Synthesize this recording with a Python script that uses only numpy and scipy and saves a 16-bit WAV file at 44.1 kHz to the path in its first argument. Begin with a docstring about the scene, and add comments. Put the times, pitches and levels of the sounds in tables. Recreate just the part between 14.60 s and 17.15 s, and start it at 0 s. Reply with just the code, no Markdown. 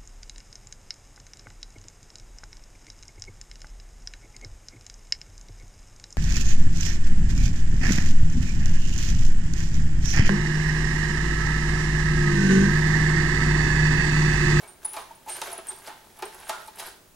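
"""Loose steel bolts, rummaged by hand in a tray in a workshop.
Bolts slide as dense ringing grains, ping as beating tones, tick and knock as decaying noise bursts.
Knocks, nudges and sliding drive the tray's resonators; three wall rings are clusters of modes.
A noise-built room response answers, over quiet air noise and a faint electrical whine."""
import sys
import numpy as np
from scipy import signal
from scipy.fft import rfft, irfft
from scipy.io import wavfile

SR = 44100
rng = np.random.default_rng(int(sys.argv[2]) if len(sys.argv) > 2 else 0)


def transcribe(u):
    """Save the signal u as a 16-bit wav file named by the first command-line argument.

    u: samples, shape (n,) or (channels, n), limited to [-1, 1]; the rate is SR.
    q: integer samples, one column per channel.
    """
    v = np.clip(np.atleast_2d(u).T, -1, 1)
    q = np.round(v * 32767).astype(np.int16)
    wavfile.write(sys.argv[1], SR, q)


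N = 112455
EDGE_HZ = 16150  # upper band limit


def amp(db):
    """Decibels to gain."""
    return 10 ** (np.asarray(db) / 20)


def unit(x):
    """Scales to rms 1."""
    return x / np.sqrt(np.mean(x ** 2) + 1e-20)


def read(points, hz):
    """Reads a table on a log-frequency axis."""
    f, value = np.transpose(points)
    return np.interp(np.log(hz + 1), np.log(f + 1), value)


def colour(x, points):
    """Filters with a table's spectrum, minimum phase so that nothing sounds early."""
    log_gain = np.log(amp(read(points, abs(np.fft.fftfreq(4096, 1 / SR)))))
    response = np.exp(np.conj(signal.hilbert(log_gain)))
    taps = np.fft.ifft(response).real[:2048]
    return signal.fftconvolve(x, taps)[:len(x)]


def noise(points, size=22050):
    """Coloured noise of rms 1, its level swings evened out by the root of the envelope."""
    coloured = colour(rng.standard_normal(size + 1000), points)
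    z = signal.hilbert(coloured)[1000:]  # drop the filter's start
    return unit(z.real / np.sqrt(abs(z) + 1e-12))


def decay(t_s, t60_s):
    """Free decay: 60 dB down at t60_s."""
    return np.exp(-np.log(1000) * t_s / t60_s)


def strike(rise_s, t60_s, size=22050):
    """A short linear rise, then free decay."""
    t = np.arange(size) / SR
    return np.minimum(t / rise_s, 1) * decay(np.maximum(t - rise_s, 0), t60_s)


def add(mix, start_s, sound):
    """Adds a sound at start_s."""
    part = mix[max(round(start_s * SR), 0):][:len(sound)]
    part += sound[:len(part)]


def wobble(per_s, size):
    """Independent random values, per_s a second, joined by lines; rms 1."""
    knots = rng.standard_normal(2000)
    return unit(np.interp(np.arange(size) / SR * per_s, np.arange(len(knots)), knots))


def diffuse(size):
    """White noise at two microphones, nearly mono in the bass."""
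    # hz, left-right correlation
    alike = [(80, 1), (170, 0.61), (700, 0.54), (1400, 0.18), (10000, 0.47)]
    a, b = rfft(rng.standard_normal((2, size)))
    same = np.clip(read(alike, np.fft.rfftfreq(size, 1 / SR)), -1, 1)
    return irfft(np.array([a, same * a + np.sqrt(1 - same ** 2) * b]), size)


def grains(per_s, ring_s, lo_hz, hi_hz):
    """Random tiny contacts of uneven size, each ringing briefly at its own pitch; rms 1."""
    spread_db = 3.6
    out = np.zeros(N)
    t = np.arange(0, 10 * ring_s, 1 / SR)
    for when, pitch, chance, turn in rng.random((round(per_s * N / SR), 4)):
        hz = lo_hz + pitch * (hi_hz - lo_hz)
        level_db = spread_db * min(-np.log(1 - chance), 4)
        ring = np.exp(-t / ring_s) * np.sin(2 * np.pi * (hz * t + turn))
        add(out, when * N / SR, amp(level_db) * ring)
    return unit(out)


def sliding():
    """Dense slips and a sparser high rattle follow the fingers' push and bunch as the bolts jostle."""
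    # push of the fingers: time_s, level_db
    push = [(0, -51.5), (.09, -58.5), (.15, -66.5), (.21, -63.5), (0.231, -47), (.31, -51), (.39, -47),
            (.47, -57), (.65, -61), (0.699, -39), (.73, -45), (.80, -42.5), (.86, -39.5), (.93, -44),
            (.965, -51), (1.04, -56), (1.075, -46), (1.12, -44), (1.15, -52), (1.19, -48.5), (1.215, -53.5),
            (1.276, -44), (1.34, -57.5), (1.53, -57.5), (1.6, -54.5), (1.75, -49.5), (1.86, -50),
            (1.89, -37), (1.94, -49), (2.02, -49), (2.12, -59.5), (2.17, -50), (2.201, -38), (2.235, -44),
            (2.275, -41), (2.311, -51.5), (2.4, -65.5)]
    # slip spectrum: hz, gain_db
    scrape_spectrum = [(110, -42.5), (330, -6.5), (520, -3), (850, 0.5), (1500, -0.5), (2300, -4),
                       (4500, -8), (7000, -9.5), (11300, -9), (16000, -23)]
    rattle_db, jostle_per_s, jostle_db = -10, 70, 1.3
    slips = grains(per_s=7000, ring_s=.0006, lo_hz=0, hi_hz=EDGE_HZ)
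    scrape = unit(colour(slips, scrape_spectrum))
    rattle = amp(rattle_db) * grains(per_s=260, ring_s=.0013, lo_hz=9300, hi_hz=12000)
    push_db = np.interp(np.arange(N) / SR, *np.transpose(push))
    return (scrape + rattle) * amp(push_db + jostle_db * wobble(jostle_per_s, N))


def tray(x, direct_db=-2, ring_db=-3):
    """Resonators ring beside the direct contact; the moving hand favours now one, now another."""
    # tray resonances: pitch_hz, width_hz, level_db (relative)
    resonances = [(385.4, 35, 5.5), (660, 37, 4.5), (763, 12, 1.5), (874.4, 35, 6), (948, 25, -14),
                  (1024, 18, -6), (1290, 32, -5.5), (1557, 70, -3)]
    hand_per_s, hand_db = 8, 2.5
    out = amp(direct_db) * x
    for hz, width_hz, db in resonances:
        r = np.exp(-np.pi * width_hz / SR)
        pole = r * np.exp(2j * np.pi * hz / SR)
        drive = x * amp(hand_db * wobble(hand_per_s, N))
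        ring = 2 * signal.lfilter([1 - r], [1, -pole], drive).real
        out = out + amp(db + ring_db) * ring
    return out


def room(x):
    """Early reflections from nearby metal plus the workshop's tail, decaying per frequency band."""
    # tail decay: hz, t60_s
    room_t60 = [(200, 0.87), (1000, 0.51), (3000, 0.5), (6000, 0.52), (10000, 0.34), (16000, 0.14)]
    # tail spectrum: hz, gain_db
    room_level = [(200, -11), (500, -13), (1200, -8.5), (3500, -3), (7000, -6.5), (10000, -6.5),
                  (16000, -16)]
    early_db, early_rise_s, early_t60_s, tail_rise_s = -9, 0.0053, 0.081, 0.0022
    hz, t, z = signal.stft(diffuse(SR), SR, nperseg=256)
    fade = decay(t, read(room_t60, hz)[:, None]) * np.minimum(t / tail_rise_s, 1)
    tails = signal.istft(z * fade, SR, nperseg=256)[1][:, :SR]
    earlies = diffuse(SR) * strike(early_rise_s, early_t60_s, size=SR)
    echoes = []
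    for tail, early in zip(tails, earlies):
        late = colour(tail / np.linalg.norm(tail), room_level)
        echoes.append(late + amp(early_db) * early / np.linalg.norm(early))
    return signal.fftconvolve(x[None], np.array(echoes), axes=1)[:, :N]


def air():
    """Steady shaped room noise and a thin electrical whine, a sine."""
    # air spectrum: hz, gain_db (relative)
    air_spectrum = [(25, 1.5), (40, -1.5), (60, -0.5), (100, -3), (220, -3.5), (600, -7.5), (1100, -13),
                    (3400, -19.5), (9000, -17.5), (16000, -20.5)]
    air_rms_db, whine_hz, whine_rms_db = -56.5, 15734, -73
    gain = amp(read(air_spectrum, np.fft.rfftfreq(N, 1 / SR)))
    hiss = irfft(rfft(diffuse(N)) * gain, N)
    whine = np.sin(2 * np.pi * whine_hz * np.arange(N) / SR)
    return amp(air_rms_db) * unit(hiss) + amp(whine_rms_db) * unit(whine)


def knocks():
    """A brief crack, whose top dies first, with the tray's clank and low thud swelling behind."""
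    # bolts on the tray: start_s, thud_db, clank_db, crack_db, rise_s, length_factor (scales t60)
    blows = [(.026, -57, -51.5, -74, 0.0041, 5.3), (.246, -69, -49.5, -59, .0045, 2.4),
             (.332, -74, -44.5, -43, 0.0042, 4), (.365, -44, -34, -34.5, 0.0004, 1.52),
             (.682, -54.5, -63, -38.5, 0.0053, 8), (0.8164, -42, -30, -23, 0.00012, 0.7),
             (0.867, -40.5, -43, -53, 0.0046, 0.92), (.897, -59, -42, -63, 0.0021, 3.4),
             (.981, -43.5, -39.5, -64, 0.0028, 0.78), (1.116, -54, -45.5, -44, .0014, 0.82),
             (1.273, -46, -38.5, -37, 0.0011, 1.02), (1.292, -68, -41.5, -64, .0018, 2),
             (1.59, -71, -43.5, -56, 0.0011, 1.06), (1.623, -34.5, -30, -31, 0.00012, 0.93),
             (1.658, -43, -44.5, -62, 0.0037, 0.93), (1.894, -52, -30.5, -24.5, 0.00057, 0.94),
             (1.929, -55, -42, -46, .0017, 2.3), (2.078, -65, -50.5, -45, 0.0026, 0.73),
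             (2.195, -66, -58, -31.5, 0.0016, 1.7), (2.273, -78, -43, -38, 0.00087, 0.48)]
    # noise spectra: hz, gain_db
    thud_spectrum = [(140, -42), (270, -8), (370, 0), (560, -1), (800, -5.5), (2000, -60)]
    clank_spectrum = [(300, -14.5), (550, -15), (700, -3.5), (1000, -3.5), (1400, -6.5), (2000, -12),
                      (4000, -19.5), (8000, -34.5), (16000, -37)]
    crack_spectrum = [(600, -25), (1800, -2), (4000, 0), (6500, -3), (9000, -4), (11500, -5), (13500, -11),
                      (16000, -19)]
    thud_base_t60_s, clank_base_t60_s, crack_base_t60_s = .11, .11, .045
    thud_swell_s, clank_swell_s = 0.00095, 0.0033  # the sheet takes a moment to start moving
    snap_hz, snap_t60_share = 7000, .45
    out = np.zeros(N)
    for start_s, thud_db, clank_db, crack_db, rise_s, length in blows:
        thud_level = strike(rise_s + thud_swell_s, thud_base_t60_s * length)
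        add(out, start_s, amp(thud_db) * noise(thud_spectrum) * thud_level)
        clank_level = strike(rise_s + clank_swell_s, clank_base_t60_s * length)
        add(out, start_s, amp(clank_db) * noise(clank_spectrum) * clank_level)
        crack = amp(crack_db) * noise(crack_spectrum)
        t60_s = crack_base_t60_s * length
        dull = signal.filtfilt(*signal.butter(2, snap_hz, fs=SR), crack)
        snap = (crack - dull) * strike(rise_s, snap_t60_share * t60_s)
        add(out, start_s, dull * strike(rise_s, t60_s) + snap)
    return out


def pings():
    """Bolt on bolt: beating tones splash at the strike, buzz against neighbours and are soon choked."""
    # start_s, pitch_hz, level_db, rise_s, length_s (60 dB down)
    hits = [(0.03, 2253, -52, 0.0046, 0.06), (0.075, 8910, -44.5, 0.01, 0.091),
            (0.2472, 9817, -21, 0.0046, 0.029), (.249, 9539, -44, .0025, 0.051),
            (.268, 9806, -37, 0.017, 0.15), (0.335, 9316, -52.5, 0.045, 0.15),
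            (0.551, 9620, -52, .002, 0.042), (.695, 8736, -32, 0.0035, 0.15),
            (0.719, 9720, -35, .007, 0.049), (0.929, 9960, -27.5, 0.0011, 0.017),
            (.978, 10200, -28, .0017, 0.0064), (1.077, 8701, -40, .004, 0.068),
            (1.0828, 8720, -29, 0.0055, 0.076), (1.651, 8740, -41.5, .0038, 0.043),
            (1.846, 8718, -50.5, 0.003, 0.05), (2.263, 11300, -34, .003, 0.0055)]
    pair_hz, pair_db = 55, -17
    chatter_hz, chatter = 130, .3  # depth: share of level, and radians
    buzz_db, buzz_spread, splash_t60_s = -14, 1.25, .06
    out = np.zeros(N)
    for start_s, hz, db, rise_s, length_s in hits:
        t = np.arange(0, rise_s + length_s, 1 / SR)
        choke = np.exp(-np.log(1000) * (np.maximum(t - rise_s, 0) / length_s) ** 2)
        level = np.minimum(t / rise_s, 1) * choke
        swing = chatter * wobble(chatter_hz, len(t)) * np.minimum(t / splash_t60_s, 1)
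        shift = chatter * wobble(2 * chatter_hz, len(t))
        main = (1 + swing) * np.sin(2 * np.pi * hz * t + shift)
        second_hz = hz - pair_hz * rng.uniform(0.54, 2.45)
        second = amp(pair_db) * np.sin(2 * np.pi * (second_hz * t + rng.random()))
        band = [(hz / buzz_spread, -28), (hz, 0), (hz * buzz_spread, -40)]
        buzz = amp(buzz_db) * noise(band)[:len(t)]
        splash = buzz * decay(t, splash_t60_s)
        add(out, start_s, amp(db) * (level * (main + second + buzz) + splash))
    return out


def ticks():
    """Small dry contacts between bolts: short bursts of high noise."""
    # start_s, level_db
    contacts = [(0.076, -46), (0.247, -43), (0.3324, -33), (0.66, -49), (.694, -35.5), (0.766, -32),
                (.917, -35), (.928, -37), (1.0697, -34.5), (1.161, -43), (1.187, -45), (1.589, -42),
                (1.6545, -41), (1.746, -39.5), (1.8004, -42.5), (1.89, -41), (2.062, -45), (2.075, -40),
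                (2.158, -42), (2.188, -38), (2.203, -32.5), (2.27, -39)]
    # noise spectrum: hz, gain_db
    tick_spectrum = [(2000, -29), (6500, -27), (8500, -11.5), (10300, -3.5), (11500, -10.5), (13000, -12),
                     (16000, -26)]
    out = np.zeros(N)
    for start_s, db in contacts:
        add(out, start_s, amp(db) * noise(tick_spectrum) * strike(rise_s=0.00027, t60_s=.024))
    return out


def nudges():
    """Soft pushes on the tray's bottom swell and fade, each note sagging as the pressure eases."""
    # start_s, level_db, length_s, pitch_hz (mid-note)
    pushes = [(0.249, -42, 0.017, 897), (.339, -51, 0.081, 858), (.506, -44, .024, 912),
              (0.661, -47, 0.014, 860), (0.673, -38, 0.028, 880), (1.895, -31, 0.014, 780),
              (2.079, -43.5, 0.014, 880)]
    # noise spectrum: hz, gain_db
    nudge_spectrum = [(200, -25), (310, -8.5), (450, -17.5), (680, -7), (900, -4), (1200, -15.5),
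                      (2500, -29)]
    noise_gain, sag = .5, .05  # sag: share of the pitch over the note
    out = np.zeros(N)
    for start_s, db, length_s, hz in pushes:
        u = np.arange(0, length_s, 1 / SR) / length_s
        sagging_hz = hz * (1 + sag * (.5 - u))
        tone = np.sin(2 * np.pi * np.cumsum(sagging_hz) / SR)
        note = tone + noise_gain * noise(nudge_spectrum)[:len(u)]
        add(out, start_s, amp(db) * np.sin(np.pi * np.sqrt(u)) * note)
    return out


def wall():
    """Three rings of the side wall, each a cluster of decaying modes around a centre pitch."""
    # start_s, level_db, rise_s, centre_hz
    wall_rings = [(.378, -43, .0076, 1100), (1.898, -41, .0072, 1230), (1.929, -40, .003, 1340)]
    # mode pitches: hz
    modes = [1013, 982, 1085, 1170, 1210, 1313, 1420, 1422, 1560]
    t60_s, spread_hz = .22, 220
    out = np.zeros(N)
    for start_s, db, rise_s, centre_hz in wall_rings:
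        level = strike(rise_s, t60_s)
        t = np.arange(len(level)) / SR
        for hz in modes:
            share = np.exp(-((hz - centre_hz) / spread_hz) ** 2)
            tone = np.sin(2 * np.pi * (hz * t + rng.random()))
            add(out, start_s, amp(db) * share * level * tone)
    return out


def scene():
    """The tray stands slightly to the right in the workshop; its sound is thin, with little bass."""
    left_db, tray_low_hz = -1, 252  # high-pass on tray, bolts and their echo
    bolts_wet_db = -2.5  # pings and ticks sound a little drier than the tray
    body = tray(knocks() + nudges() + sliding()) + wall()
    clinks = pings() + ticks()
    echo = room(body + amp(bolts_wet_db) * clinks)
    heard = amp([[left_db], [0]]) * (body + clinks + echo)
    high_pass = signal.butter(3, tray_low_hz, "high", fs=SR, output="sos")
    return signal.sosfilt(high_pass, heard) + air()


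def record(dry):
    """The recorder's band limit: a linear-phase low-pass."""
    taps = signal.firwin(511, EDGE_HZ, window=("kaiser", 9), fs=SR)
    return signal.oaconvolve(dry, taps[None], "same")


dry = scene()
out = record(dry)
transcribe(out)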